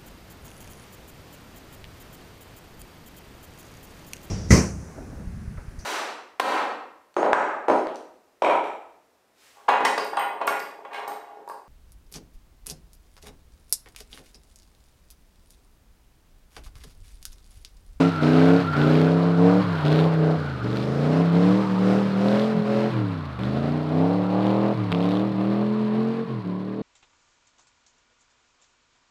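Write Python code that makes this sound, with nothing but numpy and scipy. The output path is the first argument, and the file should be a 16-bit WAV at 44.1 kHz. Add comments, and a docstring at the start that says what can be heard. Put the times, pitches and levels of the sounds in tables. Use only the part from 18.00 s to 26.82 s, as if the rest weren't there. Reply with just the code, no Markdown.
"""An old V8 coupe with open pipes does a burnout on a driveway: uneven firing orders boom, pulses bark, hiss rasps.
0-2.4 s: short throttle pushes, mostly near 4000 rpm; noise scrubs over a low rumble, tyre chirps squeal clearest.
2.6 s: a long pull from below 2800 rpm; further pushes climb above 5200 rpm by 4.9 s as the squeal thins out.
5.4 s: a second pull from below 2800 rpm; sharp cracks and hard single pulses, scattered so far, crowd at 6.9-7.5 s.
7.9 s: pushes above 5400 rpm, a dip, one last push. 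Grit and faint echoes run throughout."""
import sys
import numpy as np
from scipy import signal
from scipy.fft import rfft, irfft
from scipy.io import wavfile

SR = 44100
rng = np.random.default_rng(int(sys.argv[2]) if len(sys.argv) > 2 else 0)


def transcribe(signal):
    """Save signal, clipped to [-1, 1], as a 16-bit WAV file at the path in sys.argv[1]."""
    frames = np.atleast_2d(signal).T
    limited = np.clip(frames, -1, 1)
    pcm = np.round(limited * 32767).astype(np.int16)
    wavfile.write(sys.argv[1], SR, pcm)


N = 388942

# throttle pushes, coasting between: start_s, lift_s, start_rpm, lift_rpm, midway_bow_rpm,
# start_load_db, lift_load_db, midway_swell_db, coast_load_db
PUSHES = [(0, 0.093, 4008, 4117, -12, 4, -2, -2, -9), (0.211, 0.617, 3598, 4218, 40, -0.5, 2.5, 2, -5),
          (0.756, 1.252, 3446, 4095, 81, 0, -2.5, 3, -0.5),
          (1.367, 1.611, 4050, 4500, 0, -0.5, -2, 5.5, -3.5),
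          (1.836, 2.066, 3541, 3950, -7, -3, -1, 1.5, -3.5),
          (2.2, 2.357, 3800, 3857, -10.5, -6, -9.5, 5, -7),
          (2.624, 3.212, 2769, 4080, -170, -11, 1, -1, -3.5),
          (3.317, 3.597, 4030, 4716, -22, -2, -0.5, 3.5, 0),
          (3.765, 4, 4458, 4753, -19, -7.5, -2.5, 6, -2.5),
          (4.164, 4.48, 4600, 5243, 15, -4.5, -4, 4.5, -4.5),
          (4.646, 4.894, 5048, 5207, -4.5, -5, 1.5, 4.5, 1.5),
          (5.385, 5.751, 2777, 3680, 7.5, -4.5, -1, 4, -1),
          (5.899, 6.17, 3670, 4425, 3.5, -0.5, -0.5, 4.5, 1), (6.293, 6.732, 4410, 4932, 47, 0, 1, 2.5, -1),
          (6.922, 7.262, 4113, 4812, -87, -3, -2, 2, -2.5), (7.375, 7.803, 4580, 5176, 77.5, -2, -5, 3, -2),
          (7.916, 8.25, 5103, 5425, 127, -1, -5, 2, -10), (8.279, 8.32, 5426, 5296, 8.5, -2, -6.5, 0, -8),
          (8.44, 8.825, 4320, 4867, -72.5, -6.5, -9.5, -4.5, 2)]
# firings of one four-stroke cycle: place_eighths, strength_gain, front_sharpness_gain
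FIRINGS = [(0, 0.8676, .7), (1.001, 0.475, .25), (1.999, 0.2178, .1), (3, 0.94, 1), (4, 0.1652, .2),
           (4.999, 0.786, .8), (6, 0.817, .6), (7, 0.3242, .15)]
# strong multiples of the cycle rate: order
BOOM_ORDERS = (3, 5, 8, 10, 13)
# answer of each booming order to the throttle: level_db, load_share, shut_db
BOOM_RESPONSE = [(-31, 0.76, 10), (0, 0.39, -4), (-1, 1.27, 0), (-10.5, 0.36, -9.5), (3, 1.25, -6)]
# pipe resonances under the booming orders: freq_hz, level_db
BOOM_RESONANCES = [(70, -6.5), (95, -6), (115, 1), (145, 0.5), (170, 2), (225, -2.5), (265, 3.5),
                   (310, 7.5), (370, -5), (425, 2), (455, 5.5), (500, 0), (550, 2), (600, -12)]
# weaker multiples of the cycle rate: order, level_db (before voicing and pipe)
OVERTONES = [(4, -9), (6, -6.5), (7, -7.5), (9, -4), (11, -4), (12, -14), (14, -3), (15, -9), (16, -4.5),
             (17, -7), (18, -5), (19, -7), (20, -14), (21, -6), (22, -6), (23, -13), (24, -11), (25, -15),
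             (26, -8), (27, -12), (28, -17), (29, -12), (30, -17), (31, -16), (32, -15), (34, -18),
             (35, -19)]
# exhaust tone: time_s, low_overtones_db, middle_overtones_db, top_overtones_db, tenth_order_db
VOICING = [(.4, -9, 1, 2.5, 2.5), (.95, -5.5, 1.5, -1.5, -1), (1.4, -6.5, 0.5, 1.5, -3.5),
           (2.05, -6.5, 3, 2.5, -4), (2.7, 4.5, 6.5, 1.5, -3.5), (3.1, 5.5, 6.5, 6.5, -7),
           (3.5, 1.5, -0.5, -2, -5), (4.3, -1, -0.5, -4, -1), (4.8, -2, -1, -9, 2),
           (5.5, 5.5, 1.5, 7, -0.5), (6.0, 2.5, 6.5, 9, -0.5), (6.55, 2.5, 6, 8, 1), (7.1, 3, 4, 6.5, -1.5),
           (8.1, 9.5, 6, 5.5, -3), (8.32, 11, 3, -4, 2.5), (8.6, 16, 7, 5, -1)]
# exhaust at neutral load as the car creeps and turns: time_s, boom_db, firing_tone_db, bark_db, rasp_db
CARRY = [(0, -20, -18.5, -30.5, -34.5), (.5, -19.5, -22, -30.5, -45.5), (1.5, -17.5, -26, -31, -50.5),
         (2.2, -16, -31, -28, -52), (2.8, -24, -15, -30, -40.5), (3.3, -16, -26, -33.5, -51),
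         (4.5, -17.5, -38, -28.5, -42.5), (5.4, -26.5, -22, -40.5, -54), (6.5, -21, -32.5, -36.5, -48),
         (7.1, -22, -26.5, -35, -45.5), (7.9, -17, -32, -44, -52.5), (8.82, -25.5, -24, -38.5, -55)]
# ragged firing: time_s, half_length_s, boom_sag_db (negative lifts), fourth_order_db
STUMBLES = [(0.607, 0.033, 8, -28.5), (1.64, 0.026, 2.5, -26), (2.129, 0.032, 2.5, -37),
            (3.653, 0.056, 5.5, -30), (4.093, 0.043, 2, -28), (4.58, 0.041, -2, -20.5),
            (4.918, 0.025, 8, -30), (6.751, 0.026, 5.5, -29), (7.329, 0.017, 2.5, -29),
            (8.159, 0.033, 5, -34), (8.258, 0.03, 11, -31.5), (8.43, 0.029, 8, -58)]
# coarse spitting: time_s, half_length_s, level_db (relative to rasp), brightest_hz
SPITS = [(0.393, .17, 0.5, 2430), (0.945, 0.17, 4, 2480), (1.936, 0.14, 13, 3797), (2.747, 0.091, 6, 3706),
         (3.45, 0.13, -0.5, 4010), (4.359, 0.13, -1, 4094), (5.496, 0.11, 2.5, 3893),
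         (6.462, 0.075, -3, 3378), (7.076, 0.14, 2.5, 3690)]
# sharp exhaust cracks and hard single firing pulses: time_s, level_db (before colouring)
CRACKS = [(0.2335, -22), (.489, -25), (0.766, -23), (0.8165, -22), (1.864, -22.5), (1.871, -20.5),
          (1.961, -27), (3.118, -28), (5.392, -27), (5.435, -25), (6.43, -32), (6.482, -30), (6.507, -34),
          (6.9191, -17), (6.926, -18), (6.948, -23), (7.005, -29), (7.063, -32), (7.09, -27), (7.119, -30),
          (7.171, -27), (7.196, -26), (7.454, -31.5)]
# spinning tyres and low rumble: time_s, squeal_pitch_hz, pitch_spread_share (nominal), squeal_db, scrub_db
TYRES = [(0, 1360, .025, -36.5, -32), (.17, 1335, .012, -31.5, -30.5), (.3, 1400, .09, -32.5, -31),
         (.55, 1410, .06, -36, -32.5), (.7, 1385, .015, -35, -30.5), (.8, 1460, 0.01995, -29.5, -29.5),
         (.95, 1330, .11, -41, -31.5), (1.25, 1200, .17, -37, -36), (1.78, 1130, .19, -38, -30.5),
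         (2.2, 1250, .16, -40.5, -34.5), (2.5, 1370, .08, -41, -35), (2.8, 1300, .11, -43.5, -34),
         (3.6, 1090, .14, -35.5, -35), (4.4, 1200, .16, -43, -34), (5.0, 1130, .17, -42.5, -38),
         (5.35, 1250, .1, -46, -38), (6.0, 1160, .15, -44.5, -39.5), (7.5, 1070, .1, -42.5, -38.5),
         (8.4, 1060, .06, -47, -42), (8.82, 1060, .09, -49, -43.5)]
# sizzle of hot rubber: time_s, level_db (relative to rasp)
SIZZLE = [(0, -12.5), (2.6, -6), (3.2, -6.5), (3.9, -6), (4.4, -9.5), (4.8, -12), (5.0, -18), (5.4, -12),
          (8.82, -38.5)]
# spectra of overtone ring, turbulent burble and crack thud, rasp, crack, scrub with low rumble: freq_hz, level_db
RING_SPECTRUM = [(60, -29.5), (120, -18), (150, 0.5), (185, 2.5), (240, -0.5), (285, 3), (375, -8.5),
                 (430, 4.5), (490, -4), (540, -1.5), (600, 0), (660, -2.5), (720, -1.5), (860, -7.5),
                 (1150, -6), (1600, -11), (3000, -37.5)]
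PIPE_SPECTRUM = [(40, -38.5), (75, -23), (120, -17.5), (170, -11.5), (250, 1), (370, 5), (450, 2),
                 (680, -6), (880, -6), (1150, -10), (1600, -4.5), (2500, -32), (5000, -51)]
RASP_SPECTRUM = [(500, 3.5), (1000, 18.5), (1500, 1.5), (2000, 12), (2700, 10), (3400, 4), (4200, 5.5),
                 (5000, -17.5), (6000, -20), (8000, -22), (10500, -29), (13500, -35.5), (16000, -47)]
CRACK_SPECTRUM = [(500, 4), (1000, 9.5), (1600, 5), (2000, 4), (2700, 9), (4200, 4.5), (5200, -7),
                  (6500, -16), (10000, -23.5), (16000, -29)]
SCRUB_SPECTRUM = [(25, -32), (42, -36.5), (55, -16), (120, 5.5), (200, 2.5), (400, 2.5), (650, 3.5),
                  (1000, 1), (1500, -1.5), (2000, -6), (3200, -11.5), (4300, -14.5), (5200, -24),
                  (6200, -32), (9000, -37), (14000, -43.5)]

SPEED_WOBBLE_SHARE, FIRING_JITTER_CYCLES = .001, .001
ORDER_FLUTTER_DB, PULSE_SPREAD_DB = 2.0, 2.1
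MIDDLE_ORDER, TOP_ORDER = 13, 20  # first order of each overtone group
FULL_SHUT_RPM_PER_S = 3900  # rate of fall read as a fully shut throttle
COAST_EBB_DB_PER_S, LOAD_LAG_S = 32.5, 0.0071
RASP_LOAD_SHARE, SCRUB_LOAD_SHARE, SQUEAL_SHUT_DB = 1, 0.31, 1.5
SPIT_DECAY_S, SPIT_SPREAD_DB, CRACKLES_PER_S = .0012, 3.8, 3500
CUTOFF_HZ = 15200


def throttle(bite_db=2.0, bite_s=0.031):
    """Crank rpm, load dB and closure 0-1: bowed ramps in pushes, ebbing load while coasting."""
    t, pushes = np.arange(N) / SR, np.array(PUSHES)
    rpm = np.interp(t, pushes[:, :2].ravel(), pushes[:, 2:4].ravel())
    shut = np.clip(-np.gradient(rpm) * SR / FULL_SHUT_RPM_PER_S, 0, 1) ** 2
    load_db = np.zeros(N)
    for start_s, lift_s, _, _, bow_rpm, start_db, lift_db, swell_db, coast_db in PUSHES:
        held = (t >= start_s) & (t < lift_s)
        along = (t[held] - start_s) / (lift_s - start_s)
        arch = 4 * along * (1 - along)
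        rpm[held] += bow_rpm * arch
        load_db[held] = start_db + (lift_db - start_db) * along + swell_db * arch
        coasting = t >= lift_s
        load_db[coasting] = coast_db - COAST_EBB_DB_PER_S * (t[coasting] - lift_s)
    # load overshoots briefly when a shut throttle opens
    bite = np.maximum(lagged(shut, bite_s) - shut, 0)
    return rpm, lagged(load_db + bite_db * bite, LOAD_LAG_S), lagged(shut, LOAD_LAG_S)


def boom_levels(cycle_hz, load_db, shut, carry_db):
    """Booming orders follow load by their own shares and swell on pipe resonances; the lowest rises when shut."""
    levels = []
    for order, (level_db, load_share, shut_db), base_db in zip(BOOM_ORDERS, BOOM_RESPONSE, carry_db):
        resonance_db = at_hz(BOOM_RESONANCES, order * cycle_hz)
        levels.append(base_db + level_db + load_share * load_db + shut_db * shut + resonance_db)
    return levels


def exhaust_note(cycles, shut, boom_db, bark_db, overtone_db=0.0, muffle_db=-7.0):
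    """Periodic exhaust: clean booming orders plus jittered overtones ringing the pipe, duller when shut."""
    t = np.arange(N) / SR
    note, pulses = np.zeros(N), np.zeros(N)
    low_db, middle_db, top_db, _ = in_time(VOICING)
    lump = from_db(.7 * drift(20))
    for order, level_db in zip(BOOM_ORDERS, boom_db):
        note += from_db(level_db) * lump * engine_order(cycles, order)

    uneven = cycles + FIRING_JITTER_CYCLES * drift(70)
    for order, level_db in OVERTONES:
        if order < MIDDLE_ORDER:
            voicing_db = low_db
        else:
            voicing_db = (middle_db if order < TOP_ORDER else top_db) + muffle_db * shut
        gain = from_db(level_db + voicing_db + ORDER_FLUTTER_DB * drift(6.6))
        pulses += gain * engine_order(uneven, order, lead_rad=5.28)
    pulse_gain = from_db(bark_db + overtone_db + 1.6 * drift(60))
    note += colour(pulses * pulse_gain, RING_SPECTRUM)

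    stumble_tone = engine_order(cycles, order=4)
    for time_s, half_s, sag_db, level_db in STUMBLES:
        ragged = np.exp(-((t - time_s) / half_s) ** 2)
        note = note * from_db(-sag_db * ragged) + from_db(level_db) * ragged * stumble_tone
    return note


def engine_order(cycles, order, lead_rad=4.4):
    """Multiple of the cycle rate, phased by the firing pattern so orders add to push then suction."""
    place, strength, _ = np.transpose(FIRINGS)
    phasors = strength * np.exp(-2j * np.pi * order * place / len(FIRINGS))
    lag_rad = np.angle(np.sum(phasors))
    return np.cos(2 * np.pi * order * cycles + lag_rad + lead_rad)


def exhaust_blast(cycles, bark_db, rasp_db, hiss_db=-0.5, spit_db=0.0, burble_s=0.0021, burble_db=-11.0):
    """Turbulent exhaust: each sharp front gates pipe-coloured burble and bright hiss; listed spells spit."""
    t = np.arange(N) / SR
    clicks = firing_clicks(cycles, PULSE_SPREAD_DB, sharp=True)
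    burble = colour(puffs(clicks, burble_s) * rng.standard_normal(N), PIPE_SPECTRUM)
    burble = from_db(bark_db + burble_db) * rms_one(burble)

    gate = puffs(clicks, .0022) + .05
    rasp = from_db(hiss_db) * rms_one(colour(gate * rng.standard_normal(N), RASP_SPECTRUM))

    # sparse tiny shocks inside each puff
    spit_puffs = puffs(firing_clicks(cycles, SPIT_SPREAD_DB), SPIT_DECAY_S)
    crackle = spit_puffs * rng.standard_normal(N) * (rng.random(N) < CRACKLES_PER_S / SR)
    for time_s, half_s, level_db, peak_hz in SPITS:
        spit_spectrum = [(500, -14), (1500, -8), (peak_hz, 0), (4600, -7), (5500, -19), (7000, -26),
                         (14000, -33)]
        spell = np.exp(-((t - time_s) / half_s) ** 4)
        rasp = rasp + from_db(level_db + spit_db) * spell * rms_one(colour(crackle, spit_spectrum))
    return burble + from_db(rasp_db) * rasp


def firing_clicks(cycles, spread_db, sharp=False):
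    """One click per exhaust valve opening, randomly varied, sized by strength or front sharpness."""
    clicks, turns = np.zeros(N), np.arange(int(cycles[-1]) - 1)
    chance = rng.standard_normal((400, len(FIRINGS)))
    for j, (place, strength, sharpness) in enumerate(FIRINGS):
        at = np.searchsorted(cycles, turns + place / len(FIRINGS))
        size = sharpness if sharp else strength
        clicks[at] += size * from_db(spread_db * chance[turns, j])
    return clicks


def cracks(crack_db=0.0, thud_db=0.0, decay_s=0.00084, shock_gain=1.01, tearing_gain=0.79):
    """Sharp exhaust cracks and hard single firing pulses: shock front and noise burst, bright plus a pipe thud."""
    clicks = np.zeros(N)
    for time_s, level_db in CRACKS:
        clicks[round(time_s * SR)] = from_db(level_db)
    shock = shock_gain * puffs(clicks, .0001)
    tearing = tearing_gain * puffs(clicks, decay_s) * rng.standard_normal(N)
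    burst = shock + tearing
    crack = from_db(crack_db) * colour(burst, CRACK_SPECTRUM)
    thud = from_db(thud_db) * 2 * colour(burst, PIPE_SPECTRUM)
    return crack + thud


def tyres(rasp_db, load_db, shut, scrub_flutter_db=2.0, grit_per_s=500, grit_db=-18.5):
    """Stick-slip squeal over broad scrub noise with low rumble, load-following sizzle, random grit impacts."""
    pitch_hz, spread, squeal_db, scrub_db = in_time(TYRES)
    squeal_db = squeal_db + SQUEAL_SHUT_DB * shut
    scrub_db = scrub_db + SCRUB_LOAD_SHARE * load_db
    sizzle_db, = in_time(SIZZLE)

    scrub_noise = rng.standard_normal(N) * from_db(scrub_flutter_db * np.tanh(drift(13.0)))
    scrub = rms_one(colour(scrub_noise, SCRUB_SPECTRUM))

    stones = (rng.random(N) < grit_per_s / SR) * rng.random(N)
    grit_spectrum = [(800, -17.5), (2500, -10.0), (4200, 2.5), (6000, -16.5), (14000, -29.5)]
    grit = rms_one(colour(puffs(stones, 0.0012) * rng.standard_normal(N), grit_spectrum))

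    sizzle_spectrum = [(3000, -19.5), (5000, 9.5), (6500, -1), (8500, -5.0), (11000, -14.5), (15000, -22.5)]
    sizzle = rms_one(colour(rng.standard_normal(N), sizzle_spectrum))
    return (from_db(squeal_db) * squeal(pitch_hz, spread)
            + from_db(scrub_db) * (scrub + from_db(grit_db) * grit)
            + from_db(rasp_db + sizzle_db) * sizzle)


def squeal(pitch_hz, spread):
    """Seven tread patches stick and slip in broken chirps: near unison at low spread, scattered at high."""
    chirps = 0
    for _ in range(7):
        slow_bend = spread * np.tanh(drift(5)) * 1.4
        rough_bend = (.026 + .3 * spread) * drift(200)
        hz = pitch_hz * np.exp(slow_bend + rough_bend)
        tone = np.sin(2 * np.pi * np.cumsum(hz) / SR)
        chirps = chirps + tone * from_db(5 * np.tanh(drift(16) - .3) + 3 * drift(90))
    return rms_one(chirps)


def yard(x, t60_s=0.21):
    """Faint echoes from driveway and rock wall: decaying noise tail after a 12 ms gap."""
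    t = np.arange(SR // 2) / SR
    tail = rng.standard_normal(len(t)) * from_db(-60 * t / t60_s) * (t > .012)
    echoes = signal.fftconvolve(x, tail / np.sqrt(np.sum(tail ** 2)))[:N]
    return x + colour(echoes, [(200, -30), (900, -17), (9000, -22)])


def puffs(clicks, decay_s):
    """Exponentially decaying envelope after each click."""
    return signal.lfilter([1], [1, -np.exp(-1 / (decay_s * SR))], clicks + 1e-18)


def colour(x, spectrum):
    """Causal minimum-phase filter with the given spectrum, built by folding its cepstrum."""
    size = 8192
    grid_hz = np.maximum(np.arange(size // 2 + 1) * SR / size, 1)
    cepstrum = irfft(np.log(from_db(at_hz(spectrum, grid_hz))))
    cepstrum[1:size // 2] *= 2
    cepstrum[size // 2 + 1:] = 0
    return signal.fftconvolve(x, irfft(np.exp(rfft(cepstrum))))[:N]


def at_hz(spectrum, hz):
    """Spectrum level in dB, interpolated on log frequency."""
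    points_hz, db = np.transpose(spectrum)
    return np.interp(np.log(hz), np.log(points_hz), db)


def drift(rate_hz):
    """Smooth random wander, roughly rate_hz turns a second, spread near 1."""
    r = np.exp(-80 * np.pi * rate_hz / SR)
    # one point per 40 samples; the first 2000 settle the filter
    slow = signal.lfilter([1], [1, -2 * r, r * r], rng.standard_normal(N // 40 + 2002))[2000:]
    return np.interp(np.arange(N) / 40, np.arange(len(slow)), rms_one(slow))


def lagged(x, lag_s):
    """First-order lag of a control signal."""
    r = np.exp(-1 / (lag_s * SR))
    return x[0] + signal.lfilter([1 - r], [1, -r], x - x[0])


def in_time(rows):
    """Each column of a time table, interpolated at every sample."""
    time_s, *columns = np.transpose(rows)
    return [np.interp(np.arange(N) / SR, time_s, c) for c in columns]


def rms_one(x):
    """Scale to rms 1."""
    return x / np.sqrt(np.mean(x ** 2) + 1e-20)


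def from_db(db):
    """Decibels to gain."""
    return 10 ** (np.asarray(db) / 20)


def scene():
    """Crank speed times the exhaust, load sets its levels; cracks, tyres and yard echoes join."""
    rpm, load_db, shut = throttle()
    low_db, firing_db, bark_db, rasp_db = in_time(CARRY)
    cycle_hz = rpm / 120 * (1 + SPEED_WOBBLE_SHARE * drift(25))  # two turns per cycle
    cycles = np.cumsum(cycle_hz) / SR
    tenth_db = low_db + in_time(VOICING)[-1]
    boom_db = boom_levels(cycle_hz, load_db, shut, (0, low_db, firing_db, tenth_db, bark_db))
    bark_db = bark_db + load_db
    rasp_db = rasp_db + RASP_LOAD_SHARE * load_db
    engine = exhaust_note(cycles, shut, boom_db, bark_db) + exhaust_blast(cycles, bark_db, rasp_db) + cracks()
    return yard(engine + tyres(rasp_db, load_db, shut))[None]


def record(dry):
    """4 ms fade-in, then a steep elliptic low-pass."""
    fade = np.minimum(np.arange(N) / (.004 * SR), 1)
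    low_pass = signal.ellip(10, .1, 80, CUTOFF_HZ, fs=SR, output="sos")
    return signal.sosfilt(low_pass, fade * dry)


dry = scene()
out = record(dry)
transcribe(out)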